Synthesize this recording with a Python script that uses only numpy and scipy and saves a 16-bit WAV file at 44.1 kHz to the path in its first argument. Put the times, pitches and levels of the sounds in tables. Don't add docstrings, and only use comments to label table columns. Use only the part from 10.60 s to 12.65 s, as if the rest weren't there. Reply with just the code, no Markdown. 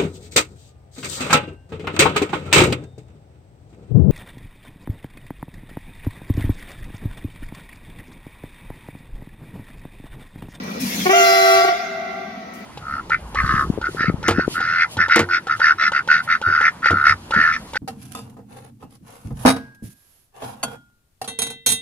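import sys
import numpy as np
from scipy import signal
from scipy.io import wavfile
from scipy.ndimage import uniform_filter1d, minimum_filter1d, map_coordinates

SR = 44100
rng = np.random.default_rng(int(sys.argv[2]) if len(sys.argv) > 2 else 0)


def store_wav(level_fs):
    pcm = np.round(np.clip(np.atleast_2d(level_fs), -1, 1) * 32767)
    wavfile.write(sys.argv[1], SR, pcm.T.astype(np.int16))


N = 90404

# time_s, level_db
RUMBLE_LEVEL = [(0, -28), (.19, -33), (.235, -20.5), (.275, -25.5), (.32, -33.5), (.39, -24.5),
                (.47, -25.5), (.53, -48), (.65, -49), (1.0, -51), (1.2, -48.5), (1.28, -42.5),
                (2.05, -41.5)]
# freq_hz, density_db
RUMBLE_SPECTRUM = [(20, -57), (45, -41), (75, -12.5), (120, -22.5), (160, -11.5), (200, 3), (255, 0),
                   (320, -26), (500, -30), (1500, -57)]
# time_s, level_db
ROAR_LEVEL = [(0, -34.5), (.2, -34.5), (.44, -33.5), (.56, -34.5), (.75, -44), (1.0, -41.5), (1.25, -42.5),
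              (1.7, -43), (2.05, -42)]
# freq_hz, density_db
ROAR_SPECTRUM = [(30, -9), (200, -5), (430, 0.5), (600, -0.5), (930, -2), (1300, -7), (1650, -9),
                 (2100, -12), (3200, -12), (6200, -15.5), (7600, -36.5), (12000, -32), (16000, -35)]
# centre_hz, width_hz, start_level_db
WHINE_BANDS = [(1940, 140, -46), (2345, 150, -44.5)]
# time_s, level_db
HISS_LEVEL = [(0, -52), (.19, -43), (.225, -31), (.42, -27.5), (.5, -28), (.58, -27), (.98, -31.5),
              (1.09, -36), (1.16, -35), (2.05, -82)]
# freq_hz, density_db
HISS_SPECTRUM = [(200, -11), (950, -27), (1800, -3), (2500, -0.5), (2950, -6), (3400, -0.5), (4000, -3.5),
                 (5300, -1.5), (6600, -6.5), (7800, -23.5), (16000, -23)]
# time_s, level_db
SIZZLE_LEVEL = [(0, -57), (.024, -75), (.034, -41), (.055, -52), (.11, -45), (.194, -51), (.202, -32),
                (.42, -31.5), (.51, -33), (.62, -32), (.96, -31.5), (1.09, -43.5), (1.2, -61), (1.5, -68),
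                (1.53, -61), (1.6, -66), (1.8, -69), (1.925, -83), (1.938, -47), (2.05, -62.5)]
# freq_hz, density_db
SIZZLE_SPECTRUM = [(500, -35), (4000, -18), (6000, 2.5), (8200, -5.5), (10500, -2), (12500, 0),
                   (16000, -4.5)]
# freq_hz, correlation (0-1)
NOISE_CORRELATION = [(40, .6), (90, 0.87), (170, 0.98), (260, 1), (600, 0.6), (2000, 0.53), (6000, 0.04),
                     (16000, .2)]
# time_s, pitch_hz, level_db, dullness_db_per_khz
LOW_BLOW = [(.45, 355.2, -30, 6), (.457, 363.4, -1.5, 4), (0.468, 373.4, 6, 1), (0.479, 373.3, 2.5, 6),
            (0.49, 364, -4.5, 14.5), (0.496, 364.7, 13.5, 3.5), (0.509, 388.8, 5, 1),
            (.54, 389.5, 0.5, 0.86), (0.719, 385.4, -0.5, 0.5), (0.991, 384.6, 2.5, 1),
            (1.035, 379, -5, -0.5), (1.052, 384, 8, 4.5), (1.069, 381.4, -14, -1.5), (1.088, 379.2, 5.5, 2),
            (1.125, 375.4, -20, -1.5)]
# time_s, pitch_hz, level_db, dullness_db_per_khz
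HIGH_BLOW = [(.515, 686.4, -46, 6), (.535, 686.3, 2, 3), (.56, 698, 1.5, -0.27), (.63, 685.5, 0.5, -0.5),
             (.74, 680.5, -0.5, 0), (.94, 673.7, 1, 0.5), (1.02, 682, 1, 1.9), (1.055, 696.7, -3.5, 0.5),
             (1.1, 699.2, -2, 5.5), (1.145, 689, -7.5, 5), (1.175, 690, -25, -1)]
# multiple, left_db, right_db
LOW_PARTIALS = [(1, -21.5, -24.5), (2, -22, -22.5), (3, -22.5, -29), (4, -23, -28), (5, -30, -31.5),
                (6, -29.5, -29.5), (7, -34.5, -32.5), (8, -34.5, -34.5), (9, -34, -37), (10, -34, -46.5),
                (11, -36, -38), (12, -53, -32), (13, -51, -30), (14, -50, -32.5), (15, -42, -31),
                (16, -52, -46), (17, -52, -40), (18, -40.5, -45)]
# multiple, left_db, right_db
HIGH_PARTIALS = [(1, -16, -13.5), (2, -18.5, -21.5), (3, -23, -29.5), (4, -27.5, -28.5), (5, -38, -34.5),
                 (6, -30, -27.5), (7, -29.5, -39.5), (8, -33, -30), (9, -34, -36), (10, -39, -46),
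                 (11, -46, -48), (12, -54, -61), (13, -57, -50), (14, -43, -48), (15, -45, -57),
                 (16, -42, -49), (17, -42.5, -47), (18, -52, -51), (19, -42, -50), (20, -52, -49),
                 (21, -44, -50), (22, -54, -60), (23, -50, -56)]
# freq_hz, lead_ms
EAR_LEAD = [(385, 0.34), (680, 0.29), (770, 0.32), (1350, 0.25), (1550, 0.307), (1950, .58), (2700, 0.535),
            (4070, 0.468), (4750, .42), (5450, 0.376), (16000, 0.393)]
# freq_hz, gain_db
EARLY_COLOUR = [(770, 1), (1150, -2), (1500, 2.5), (2000, 1.5), (2700, 5.5), (3100, 6.5), (3450, -3),
                (4300, -13.5), (5200, -6.5), (6500, 9), (8000, -4)]
# start_s, level_db (before the envelope)
SPITS = [(.456, -19), (.465, -17), (0.497, -7)]
# freq_hz, density_db
SPIT_SPECTRUM = [(100, -25), (300, -8), (800, 7), (1300, -11), (2700, -11), (3600, -13), (7000, -36),
                 (16000, -38)]
# doppler_ratio, delay_s, level_db, t60_s
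ECHOES = [(1.0, 0.0076, -17, 0.49), (1.019, 0.08, -17.5, 2.76), (.972, 0.094, -21, 4.16),
          (1.022, 0.22, -23.5, 0.099), (1.024, .62, -23, 0.11), (.972, .52, -26, 0.1),
          (.972, 0.99, -30.5, 0.32)]
# freq_hz, gain_db
ECHO_COLOUR = [(380, -4), (700, 2.5), (1150, -1), (1550, 0.5), (2100, 8), (3000, -7.5), (3500, 5),
               (4100, -3), (6000, -5), (9000, -30), (16000, -9)]
# freq_hz, correlation (0-1)
ECHO_CORRELATION = [(380, 0.79), (700, 0.56), (1400, 0), (3000, 0.51), (8000, 0)]

LOW_TRIM_DB, HIGH_TRIM_DB = -0.85, -0.6
JITTER, JITTER_HZ = 0.00297, 148
STUTTER, STUTTER_DECAY_S = 0.04, 0.027
SCATTER, SCATTER_PER_KHZ, SCATTER_HZ = 0.11, 0.12, 23.3
RASP_PER_KHZ, RASP_HZ = 0.1, 158
CLEAN_BELOW_KHZ = 0.54
EARLY_UNTIL_S, EARLY_FADE_S = 0.655, 0.043
SPIT_RISE_S, SPIT_DECAY_S = 0.0013, 0.0042
ECHO_DULL_DB_PER_KHZ, AIR_LOSS_DB_PER_KHZ_S = 0.38, 0.5
ECHO_WANDER_MS, ECHO_WANDER_HZ = 0.25, 5
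LOW_CUT_HZ, EDGE_HZ = 53, 15900
CEILING = 0.87


def amp(db):
    return 10 ** (np.asarray(db) / 20)


def evened(x):
    return x / np.sqrt(np.mean(abs(x) ** 2) + 1e-20)


def read(points, hz):
    f, value = np.transpose(points)
    return np.interp(np.log(hz + 1), np.log(f), value)


def curves(points):
    s, *columns = np.transpose(points)
    return [np.interp(np.arange(N) / SR, s, column) for column in columns]


def flutter(hz):
    f = np.fft.fftfreq(4096, 32 / SR)
    a, b = rng.standard_normal((2, len(f)))
    z = evened(np.fft.ifft((a + 1j * b) / (1 + (f / hz) ** 2) ** 2))
    return np.interp(np.arange(N) / 32, np.arange(len(f)), z)


def noise(spectrum, left_db, patchy_db, lead_ms):
    hz = np.fft.rfftfreq(2048, 1 / SR)
    a, b, c, d, patches = rng.standard_normal((5, N // 512 + 4, len(hz)))
    same = np.clip(read(NOISE_CORRELATION, hz), 0, 1)
    left = a + 1j * b
    right = same * left + np.sqrt(1 - same ** 2) * (c + 1j * d)
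    right = right * np.exp(-2j * np.pi * hz * lead_ms / 1000)
    z = np.array([left * amp(left_db / 2), right * amp(-left_db / 2)])
    patches = uniform_filter1d(patches, size=3, axis=0)
    patches = evened(uniform_filter1d(patches, size=16, axis=1))
    z = z * amp(read(spectrum, hz) + patchy_db * patches)
    x = signal.istft(z, nperseg=2048, noverlap=1536, time_axis=1, freq_axis=2)[1]
    return evened(x[:, :N])


def rumble():
    level = amp(curves(RUMBLE_LEVEL)[0])
    return level * noise(RUMBLE_SPECTRUM, left_db=1.5, patchy_db=0.0, lead_ms=0.024)


def wheel_roar():
    level = amp(curves(ROAR_LEVEL)[0])
    return level * noise(ROAR_SPECTRUM, left_db=1.2, patchy_db=2.5, lead_ms=0.44)


def drive_whine():
    t = np.arange(N) / SR
    whine = np.zeros((2, N))
    for hz, width_hz, level_db in WHINE_BANDS:
        carrier = np.exp(2j * np.pi * hz * t)
        band = np.array([(flutter(width_hz / 2) * carrier).real for _ in range(2)])
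        whine += np.sqrt(2) * amp(level_db) * band
    roar_db = curves(ROAR_LEVEL)[0]
    return whine * amp(roar_db - roar_db[0])


def air_hiss():
    level = amp(curves(HISS_LEVEL)[0])
    return level * noise(HISS_SPECTRUM, left_db=-0.2, patchy_db=4.0, lead_ms=0.389)


def top_sizzle():
    grain = evened(amp(2.1 * flutter(hz=400).real))
    level = grain * amp(curves(SIZZLE_LEVEL)[0])
    return level * noise(SIZZLE_SPECTRUM, left_db=10, patchy_db=2.5, lead_ms=0.11)


def horn(blow, partials, trim_db):
    hz, db, dull = curves(blow)
    t = np.arange(N) / SR
    start_s, end_s = blow[0][0], blow[-1][0]
    on = (t > start_s) & (t < end_s)
    unsteady = JITTER + STUTTER * np.exp(-abs(t - start_s) / STUTTER_DECAY_S)
    turns = np.cumsum(hz * (1 + unsteady * flutter(JITTER_HZ).real))[on] / SR
    early = np.clip((EARLY_UNTIL_S - t[on]) / EARLY_FADE_S, 0, 1)
    out = np.zeros((2, N))
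    for k, (_, left_db, right_db) in enumerate(partials, 1):
        f = k * np.median(hz[on])
        khz = f / 1000
        dulling_db = dull[on] * khz * (k - 1) / k
        wave_db = trim_db + db[on] - dulling_db + early * read(EARLY_COLOUR, f)
        wave = np.sqrt(2) * amp(wave_db) * np.exp(2j * np.pi * k * turns)
        lag = np.exp(-2j * np.pi * khz * read(EAR_LEAD, f))
        restless = max(khz - CLEAN_BELOW_KHZ, 0)
        for channel, gain in enumerate([amp(left_db), amp(right_db) * lag]):
            scatter = (SCATTER + SCATTER_PER_KHZ * restless) * flutter(SCATTER_HZ)[on]
            rasp = RASP_PER_KHZ * restless * flutter(RASP_HZ)[on]
            out[channel, on] += (gain * wave * evened(1 + scatter + rasp)).imag
    return out


def spits():
    level = np.zeros(N)
    for start_s, level_db in SPITS:
        age = np.maximum(np.arange(N) / SR - start_s, 0)
        level += amp(level_db) * np.minimum(age / SPIT_RISE_S, 1) * np.exp(-age / SPIT_DECAY_S)
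    return level * noise(SPIT_SPECTRUM, left_db=-4.0, patchy_db=2.5, lead_ms=0.35)


def echo(sound, ratio, delay_s, level_db, t60_s):
    at = np.arange(N)
    middle = np.mean([LOW_BLOW[0][0], LOW_BLOW[-1][0]]) * SR
    wander = ECHO_WANDER_MS * flutter(ECHO_WANDER_HZ).real * SR / 1000
    shifted = map_coordinates(sound, [middle + (at - middle) * ratio + wander], order=3)

    hz, t, z = signal.stft(rng.standard_normal((2, N)), SR, nperseg=256)
    same = np.clip(read(ECHO_CORRELATION, hz), 0, 1)[:, None]
    khz = hz[:, None] / 1000
    z = np.array([z[0], same * z[0] + np.sqrt(1 - same ** 2) * z[1]])
    loss_db = khz * (ECHO_DULL_DB_PER_KHZ + AIR_LOSS_DB_PER_KHZ_S * t)
    z = z * amp(read(ECHO_COLOUR, hz)[:, None] - loss_db)
    age_s = at / SR - delay_s
    fade = amp(-60 * np.maximum(age_s, 0) / t60_s) * (age_s > 0)
    tail = signal.istft(z, SR, nperseg=256)[1][:, :N] * fade / np.linalg.norm(fade)
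    return amp(level_db) * signal.fftconvolve(shifted[None], tail, axes=1)[:, :N]


def scene():
    train = rumble() + wheel_roar() + drive_whine()
    air = air_hiss() + top_sizzle()
    low = horn(LOW_BLOW, LOW_PARTIALS, LOW_TRIM_DB)
    high = horn(HIGH_BLOW, HIGH_PARTIALS, HIGH_TRIM_DB)
    chord = low + high
    echoes = sum(echo(chord[0], *row) for row in ECHOES)
    return train + air + chord + spits() + echoes


def record(dry):
    bass_cut = signal.butter(4, LOW_CUT_HZ, "high", fs=SR, output="sos")
    x = signal.sosfilt(bass_cut, dry)
    room = np.minimum(CEILING / (abs(x).max(0) + 1e-9), 1)
    x = x * uniform_filter1d(minimum_filter1d(room, size=200), size=200)
    band_limit = signal.firwin(511, EDGE_HZ, window=("kaiser", 9), fs=SR)
    return signal.oaconvolve(x, band_limit[None], "same")


dry = scene()
out = record(dry)
store_wav(out)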